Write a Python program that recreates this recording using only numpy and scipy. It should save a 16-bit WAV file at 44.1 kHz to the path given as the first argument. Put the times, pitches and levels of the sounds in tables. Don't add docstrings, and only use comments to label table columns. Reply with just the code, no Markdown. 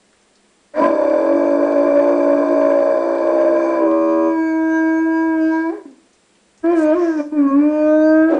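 import sys
import numpy as np
from scipy import signal
from scipy.fft import rfft, irfft, next_fast_len
from scipy.io import wavfile
from scipy.ndimage import uniform_filter1d

SR = 44100
rng = np.random.default_rng(int(sys.argv[2]) if len(sys.argv) > 2 else 0)


def volts_from_db(level):
    exponent = np.asarray(level, float) / 20
    return 10 ** exponent


def digitize_waveform(pressure):
    field = np.atleast_2d(pressure).T
    bounded = np.clip(field, -1, 1)
    quanta = np.round(bounded * 32767).astype(np.int16)
    wavfile.write(sys.argv[1], SR, quanta)


N = 369999
LOCK_S, UNLOCK_S, LOCK_RATIO = 3.86, 6, 3 / 4
LOCK_TAKES_S = .04

# (f/Hz, width/Hz, level/dB)
THROAT = [(292, 31, -3.5), (556, 176, 1.5), (999.7, 121, -9.5), (1485, 98, -19), (1615.5, 64, -14),
          (2336, 124, -22.5), (3700, 43, -41.5), (3960, 75, -52), (4680, 150, -38), (5700, 370, -48.5),
          (6280, 290, -39), (8500, 250, -57), (9500, 200, -68)]


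def dog():
    # (t/s, pitch f/Hz, effort level/dB, mouth opening level/dB)
    rough_howl = [(.735, 291.4, -37, 9.5), (.785, 311.6, -17.5, 7), (.84, 345, -15.5, -0.5),
                  (.9, 321.7, -15, 4), (1.12, 317, -14, 1.5), (1.35, 334.5, -16, 2), (2.1, 346.5, -15, 3.5),
                  (3.2, 337.8, -15.5, 1), (3.75, 334.6, -16, 2.5)]
    clear_howl = [(3.858, 324.8, -16.5, -4.5), (4.27, 326.5, -16, -3), (4.37, 323.7, -17.5, -3.5),
                  (4.502, 320.9, -17, -1), (4.881, 321.7, -14.5, -1), (5.27, 324.9, -17.5, -2),
                  (5.42, 318.3, -15.5, 0), (5.599, 322.8, -16.5, -4), (5.7, 328.5, -24.5, 5.5)]
    waver = [(6.625, 320.8, -49, -4), (6.644, 326.4, -13.5, 0.5), (6.691, 340.1, -12, 6),
             (6.728, 349.6, -9.5, 4.5), (6.787, 318, -14, -5), (6.849, 304.5, -14, 9),
             (6.925, 308, -13.5, 12.5)]
    sag = [(6.965, 366.1, -16.5, -10.5), (7.04, 340.6, -13, 4.5), (7.095, 324.3, -17, -3),
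           (7.17, 305.2, -19.5, -12.5), (7.205, 293.7, -12, 6.5), (7.24, 296.4, -34.5, -1),
           (7.305, 294.9, -57.5, -3), (7.325, 307.2, -17.5, -10.5)]
    hold = [(7.35, 307.4, -20.5, 1.5), (7.39, 290.4, -7, -5.5), (7.461, 274.4, -12.5, -5),
            (7.52, 272.9, -13, 8), (7.6, 291.1, -6.5, -12), (7.67, 301.1, -11.5, -0.5),
            (7.96, 307.9, -13, 10), (8.241, 318.1, -11.5, -2)]
    break_off = [(8.32, 328.6, -12, 2), (8.36, 302, -16.5, -5.5), (8.39, 298.6, -14.5, -3)]
    cracks = [
        [(5.72, 398.6, -30, 29), (5.76, 421.7, -33, 5), (5.80, 396.3, -39.5, -12.5)],
        [(5.852, 299.7, -26.5, -13), (5.875, 274.4, -42, -0.5), (5.93, 251.3, -41.5, 2.5),
         (6.02, 237.4, -74.5, 0)],
    ]
    # (t/s, pitch f/Hz, own swing level/dB)
    second_fold = [
        [(.78, 285.3, -2.5), (1.0, 287.1, -11), (1.19, 277.4, -18), (1.35, 286.1, -0.5), (2.6, 286.7, 1.5),
         (2.9, 280.9, -17), (3.25, 275.8, -16), (3.7, 270.5, -14.5), (4.28, 244, -9)],
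        [(8.3, 298, -7.5), (8.34, 275.4, -1), (8.38, 284, -3)],
    ]

    phrases = [rough_howl + clear_howl, waver + sag + hold + break_off] + cracks
    pitch, effort_db, mouth_db, gate = voiced(phrases, attack_s=.006, release_s=.03)
    pitch2, swing_db, gate2 = voiced(second_fold, attack_s=.03, release_s=.06)
    first_db, over_db, rasp_db, second_db = levels(pitch, effort_db, mouth_db, swing_db)
    _, octave2_db, sum_db, _ = second_db

    locked = (np.arange(N) > LOCK_S * SR) & (np.arange(N) < UNLOCK_S * SR)
    grip = uniform_filter1d(1. * locked, size=int(LOCK_TAKES_S * SR))
    coupling = gate2 * np.clip(volts_from_db(np.maximum(sum_db, octave2_db) + 17.5), 0, 1)
    free = coupling * uniform_filter1d(1. * ~locked, size=int(LOCK_TAKES_S * SR))

    glide_rounding_s = .035
    pitch = uniform_filter1d(pitch, size=int(glide_rounding_s * SR))
    glide_hz_per_s = np.gradient(pitch) * SR
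    pitch = pitch + (.3 + .7 * free) * wobble(12)
    pitch2 = np.where(locked, LOCK_RATIO * pitch, pitch2 + .8 * wobble(12))
    one, two = 2 * np.pi * np.cumsum([pitch, pitch2], axis=1) / SR

    tones = fold_tones(one, two, first_db, second_db, gate2, free)
    tones += combination_tones(one, two, coupling, grip)
    over = volts_from_db(over_db) * overtones(one, two, coupling, glide_hz_per_s)
    return gate * (np.sqrt(2) * tones + over + volts_from_db(rasp_db) * rasp(one, coupling))


def voiced(tables, attack_s, release_s):
    t = np.arange(N) / SR
    s, *columns = np.transpose(sorted(tuple(row) for table in tables for row in table))
    edges = []
    for table in tables:
        opening = (t - table[0][0]) / attack_s
        closing = 1 + (table[-1][0] - t) / release_s
        edges.append(np.minimum(opening, closing))
    gate = np.clip(np.max(edges, axis=0), 0, 1)
    return [np.interp(t, s, c) for c in columns] + [gate]


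def levels(pitch, effort_db, mouth_db, swing_db):
    # (from t/s, tone level/dB, octave level/dB, overtones level/dB, rasp level/dB)
    registers = [(0, -4.5, -4, -13, -3.5), (.88, -6.5, -15.5, -18, -11), (3.55, -6, -15, -14.5, -10.5),
                 (3.81, -0.5, -17, -13, -18), (3.95, -2, -14.5, -12.5, -25), (4.37, 2.5, -8.5, -9.5, -29.5),
                 (5.69, 4.5, -13, -14, -9), (5.83, 2, -7, -32, -21), (6.2, -1, -10, -16, -23),
                 (7.3, -0.5, -11.5, -19.5, -29), (7.62, -1, -8, -16, -29)]
    # (from t/s, tone level/dB, octave level/dB, sum tone level/dB, upper beat tone level/dB)
    second_registers = [
        (0, -1, -2.5, -5, -18.5),
        (.85, -4, -0.5, -8.5, -18),
        (3.81, -7.5, -35, -5.5, -6.5),
        (6.2, -8, -4.5, -21, -6),
    ]

    tone, octave, over, rasp_db = effort_db + register(registers)
    tone2, octave2, both, beat = effort_db + register(second_registers)
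    free = np.clip((LOCK_S - np.arange(N) / SR) / LOCK_TAKES_S, 0, 1)
    sway_db, sway_hz = 2, 2.2
    sway = [sway_db * free * wobble(sway_hz) for k in range(6)]

    tone += detuned_db(pitch, 336.4, 150) + sway[0]
    octave += mouth_db + detuned_db(2 * pitch, 627.4, 68) + sway[1]
    over += 0.083 * mouth_db + sway[2]
    tone2 += swing_db
    octave2 += 0.3 * swing_db + sway[3]
    both += -0.32 * swing_db + sway[4]
    beat += 0.11 * swing_db + sway[5]
    return (tone, octave), over, rasp_db, (tone2, octave2, both, beat)


def register(rows):
    change_s = 0.036
    s, *columns = np.transpose(rows)
    held = np.array(columns)[:, np.searchsorted(s, np.arange(N) / SR, "right") - 1]
    return uniform_filter1d(held, size=int(change_s * SR), axis=1)


def detuned_db(hz, peak_hz, width_hz):
    return -10 * np.log10(1 + (2 * (hz - peak_hz) / width_hz) ** 2)


def fold_tones(one, two, first_db, second_db, gate2, free):
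    tone_db, octave_db = first_db
    tone2_db, octave2_db, sum_db, beat_db = second_db
    shimmer = [volts_from_db((.15 + 1.3 * free) * wobble(25)) for k in range(3)]
    first = volts_from_db(tone_db) * np.cos(one) * shimmer[0] * tongue(1)
    first += volts_from_db(octave_db) * tongue(2) * np.cos(2 * one + 1.2)
    second = volts_from_db(tone2_db) * np.cos(two) + volts_from_db(octave2_db) * np.cos(2 * two) * shimmer[1]
    second += volts_from_db(sum_db) * np.cos(one + two) * shimmer[2] + volts_from_db(beat_db) * np.cos(2 * one - two)
    return first + gate2 * second


def combination_tones(one, two, coupling, grip):
    multiples = [(4, -2), (4, -1), (0, 4), (-2, 5), (-1, 2), (-2, 4), (3, -2), (-1, 3), (0, 3), (1, 2),
                 (3, -1), (2, 1), (1, 3), (2, 2), (3, 1)]
    # (free level/dB, locked level/dB)
    combination_db = [(-46.5, -57), (-42.5, -60), (-46, -74.5), (-54.5, -77.5), (-48, -89), (-35.5, -89.5),
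                      (-33.5, -58.5), (-34, -94.5), (-37.5, -60), (-39, -67), (-45, -33.5), (-63.5, -42),
                      (-47.5, -27), (-72, -37), (-62.5, -43.5)]
    tones = np.zeros(N)
    for (m, n), (free_db, locked_db) in zip(multiples, combination_db):
        level_db = grip * locked_db + (1 - grip) * (free_db + 3 * wobble(8.2))
        tones += coupling * volts_from_db(level_db) * np.cos(m * one + n * two + m * n)
    return tones


def tongue(partial):
    # (middle t/s, length/s, partial number, level/dB)
    tongue_shifts = [(5.03, .06, 2, -12.5), (5.44, 0.14, 3, -23.5), (5.63, 0.037, 2, -4.5),
                     (7.49, 0.036, 1, -13), (7.5, 0.12, 4, 9.5), (8.2, 0.22, 5, 6), (6.88, 0.1, 4, 1.5),
                     (0.83, 0.098, 3, 15), (0.71, .07, 5, 10.5), (0.82, .05, 7, 9.5), (5.0, 1.6, 6, -12),
                     (7.2, 0.5, 7, -11.5), (5.6, .5, 20, -13), (3.9, 2, 11, 8)]
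    t = np.arange(N) / SR
    return volts_from_db(sum(db * np.exp(-(2 * (t - s) / length) ** 4)
                   for s, length, k, db in tongue_shifts if round(k) == partial))


def overtones(one, two, coupling, glide_hz_per_s):
    # (f/Hz, width/Hz, level/dB)
    open_mouth = [(1080, 95, -11.5), (1266, 100, -17), (944, 160, -18.5), (1589.3, 110, -16),
                  (2385, 95, -25.5)]
    mouth_opens_s, flicker_db, upper_db = 6.2, 2, -4
    timing = one + .3 * coupling * np.sin(two)
    weight = np.exp(0.11 * coupling * np.cos(two))
    flicker = [volts_from_db(flicker_db * wobble(3.7)) for k in range(7)]
    pulses = np.zeros(N)
    for k in range(3, 26):
        unsteady = flicker[k % 7] ** (3 if k > 8 else 1)
        pulses += np.cos(k * timing) * unsteady * tongue(k)
    pulses *= weight

    first_howl = np.arange(N) < mouth_opens_s * SR
    mouth = np.where(first_howl, throat(pulses, THROAT[2:6]), throat(pulses, open_mouth))
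    steady = 1 / (1 + (glide_hz_per_s / 60) ** 2)
    return evened(mouth + volts_from_db(upper_db) * steady * throat(pulses, THROAT[6:]), over_s=0.65)


def rasp(one, coupling):
    # (f/Hz, width/Hz, level/dB)
    rasp_bands = [(3550, 190, -39.5), (4360, 120, -36.5), (4720, 260, -36.5), (5910, 450, -44),
                  (6700, 88, -48), (7775, 170, -43), (10000, 150, -58)]
    puffs = rng.standard_normal(N) * (1.8 + np.cos(one))
    rough = throat(puffs, THROAT[:2]) * (0.35 + 0.12 * coupling) + throat(puffs, THROAT[2:6])
    below_cavities = signal.butter(4, 2700, fs=SR, output="sos")
    rough = signal.sosfilt(below_cavities, rough) + throat(puffs, rasp_bands)
    airy = (1 - coupling) * throat(puffs, [(1740, 600, -20.5)])
    return rms_one(rough + airy)


def throat(x, modes):
    return sum(volts_from_db(db) * resonance(resonance(x, hz, width), hz, width) for hz, width, db in modes)


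def resonance(x, hz, width_hz):
    r = np.exp(-np.pi * width_hz / SR)
    poles = [1, -2 * r * np.cos(2 * np.pi * hz / SR), r * r]
    return signal.lfilter([(1 - r * r) / 2, 0, (r * r - 1) / 2], poles, x)


def evened(x, over_s):
    return x / np.sqrt(uniform_filter1d(x ** 2, size=int(over_s * SR)) + 1e-12)


def rms_one(x):
    return x / np.sqrt(np.mean(x ** 2) + 1e-20)


def wobble(rate_hz):
    r = np.exp(-64 * np.pi * rate_hz / SR)
    settle = 1400
    noise = rng.standard_normal(N // 32 + settle + 2)
    slow = signal.lfilter([1], [1, -2 * r, r * r], noise)[settle:]
    return np.interp(np.arange(N) / 32, np.arange(len(slow)), rms_one(slow))


def breaths():
    # (start t/s, end t/s, centre f/Hz, width/Hz, level/dB)
    breath_events = [
        (0.78, 1.5, 890, 1400, -53),
        (5.42, 5.749, 4370, 2001, -55.5),
        (6.745, 6.869, 4800, 13000, -44.5),
        (6.922, 7.3, 5560, 1700, -50.5),
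        (6.63, 7.28, 1455, 1170, -44.5),
        (8.278, 8.42, 470, 330, -20.5),
        (0.75, 0.9, 239, 71, -26),
    ]
    out, unsteady_db = np.zeros(N + SR), 1.5 * wobble(30)
    for start, end, hz, width, db in breath_events:
        i, length = int(start * SR), int((end - start) * SR)
        swell = np.sin(np.pi * (np.arange(length) / length) ** .9)
        band = resonance(resonance(rng.standard_normal(SR)[:length], hz, width), hz, width)
        out[i:i + length] += volts_from_db(db) * swell * rms_one(band)
    return volts_from_db(unsteady_db) * out[:N]


def hallway(x):
    hall_db, t60_s, dull_hz = -7, .55, 3000
    size = next_fast_len(N + SR)
    hz = np.arange(size // 2 + 1) * SR / size
    t60 = t60_s / (1 + hz / dull_hz)
    lags_s = .0213 * 1.0917 ** np.arange(12)
    loops = [volts_from_db(-60 * lag / t60) * np.exp(-2j * np.pi * hz * lag) for lag in lags_s]
    response = sum((-1) ** k * loop / (1 - loop) for k, loop in enumerate(loops)) / np.sqrt(len(lags_s))
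    return volts_from_db(hall_db) * irfft(rfft(x, size) * response, size)[:N]


def overloads():
    overload_times = [0.8328, .893, .917, .956, 1.0402, 1.1003, 1.1382, 1.2142, 1.2622, 1.442, 1.5066, 1.65,
                      1.723, 1.782, 1.8347, 2.232, 2.388, 2.486, 2.5308, 2.8028, 2.977, 3.1523, 3.1834,
                      3.277, 3.5634, 3.9143, 6.6614, 6.7357, 7.023, 8.3472]
    level_db, spread_db = -16.5, 1.5
    clicks = np.zeros(N)
    at = (np.array(overload_times) * SR).astype(int)
    clicks[at] = volts_from_db(level_db + spread_db * rng.standard_normal(len(at)))
    return resonance(resonance(clicks + 1e-18, 3000, 2500), 3000, 2500)


def ticks():
    # (t/s, centre f/Hz, level/dB)
    tick_events = [
        (0.128, 1610, -57),
        (0.212, 6060, -62),
        (0.354, 4700, -55),
        (0.569, 6000, -81),
        (5.909, 5860, -62),
        (6.131, 6014, -57.5),
        (6.353, 3000, -57),
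        (6.576, 6360, -54.5),
    ]
    t, out = np.arange(SR // 4) / SR, np.zeros(N + SR)
    for s, hz, db in tick_events:
        decay = volts_from_db(db - 60 * t / 0.13)
        burst = rms_one(resonance(rng.standard_normal(len(t)), hz, 0.27 * hz)) * decay
        out[int(s * SR):int(s * SR) + len(t)] += burst
    return out[:N]


def background():
    # (f/Hz, level/dB)
    hiss_spectrum = [(12, -63), (20, -16), (164, -12.5), (202, 2), (229, -11), (322, -5), (1410, -16.5),
                     (1690, -15), (6200, -22), (7830, -34), (9890, -10.5), (12900, -53), (21800, -120)]
    # (f/Hz, width/Hz, level/dB)
    hums = [
        (226, 7.2, -72.5),
        (343, 8, -79),
        (7520, 740, -67.5),
    ]
    hiss_db = -56.5
    hz = np.maximum(np.arange(N // 2 + 1) * SR / N, 1)
    shape_hz, shape_db = np.transpose(hiss_spectrum)
    shape = volts_from_db(np.interp(np.log(hz), np.log(shape_hz), shape_db))
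    out = volts_from_db(hiss_db) * rms_one(irfft(rfft(rng.standard_normal(N)) * shape, N))
    for f, width, db in hums:
        out += volts_from_db(db) * rms_one(resonance(rng.standard_normal(N), f, width))
    return out


def scene():
    voice = dog() + breaths()
    return (voice + hallway(voice) + ticks() + background() + overloads())[None]


def roll_off(x):
    return signal.sosfilt(signal.butter(12, 10040, fs=SR, output="sos"), x)


def record(dry):
    thin = signal.sosfilt(signal.butter(2, 130, "high", fs=SR, output="sos"), dry)
    clip_low, softness = -.45, .06
    at_rest = np.logaddexp(0, -clip_low / softness)
    clipped = softness * (np.logaddexp(0, (thin - clip_low) / softness) - at_rest)
    centred = signal.sosfilt(signal.butter(4, 160, "high", fs=SR, output="sos"), np.tanh(clipped))
    rumble_db, rumble_hz = -40, 200
    loudness = np.sqrt(uniform_filter1d(dry ** 2, size=4000) + 6e-4)
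    low = signal.butter(2, rumble_hz, fs=SR, output="sos")
    rumble = rms_one(signal.sosfilt(low, rng.standard_normal(N)))
    top_cut = signal.cheby2(12, 60, 10000 * 1.07, fs=SR, output="sos")
    return roll_off(signal.sosfilt(top_cut, centred + volts_from_db(rumble_db) * loudness * rumble))


dry = scene()
out = record(dry)
digitize_waveform(out)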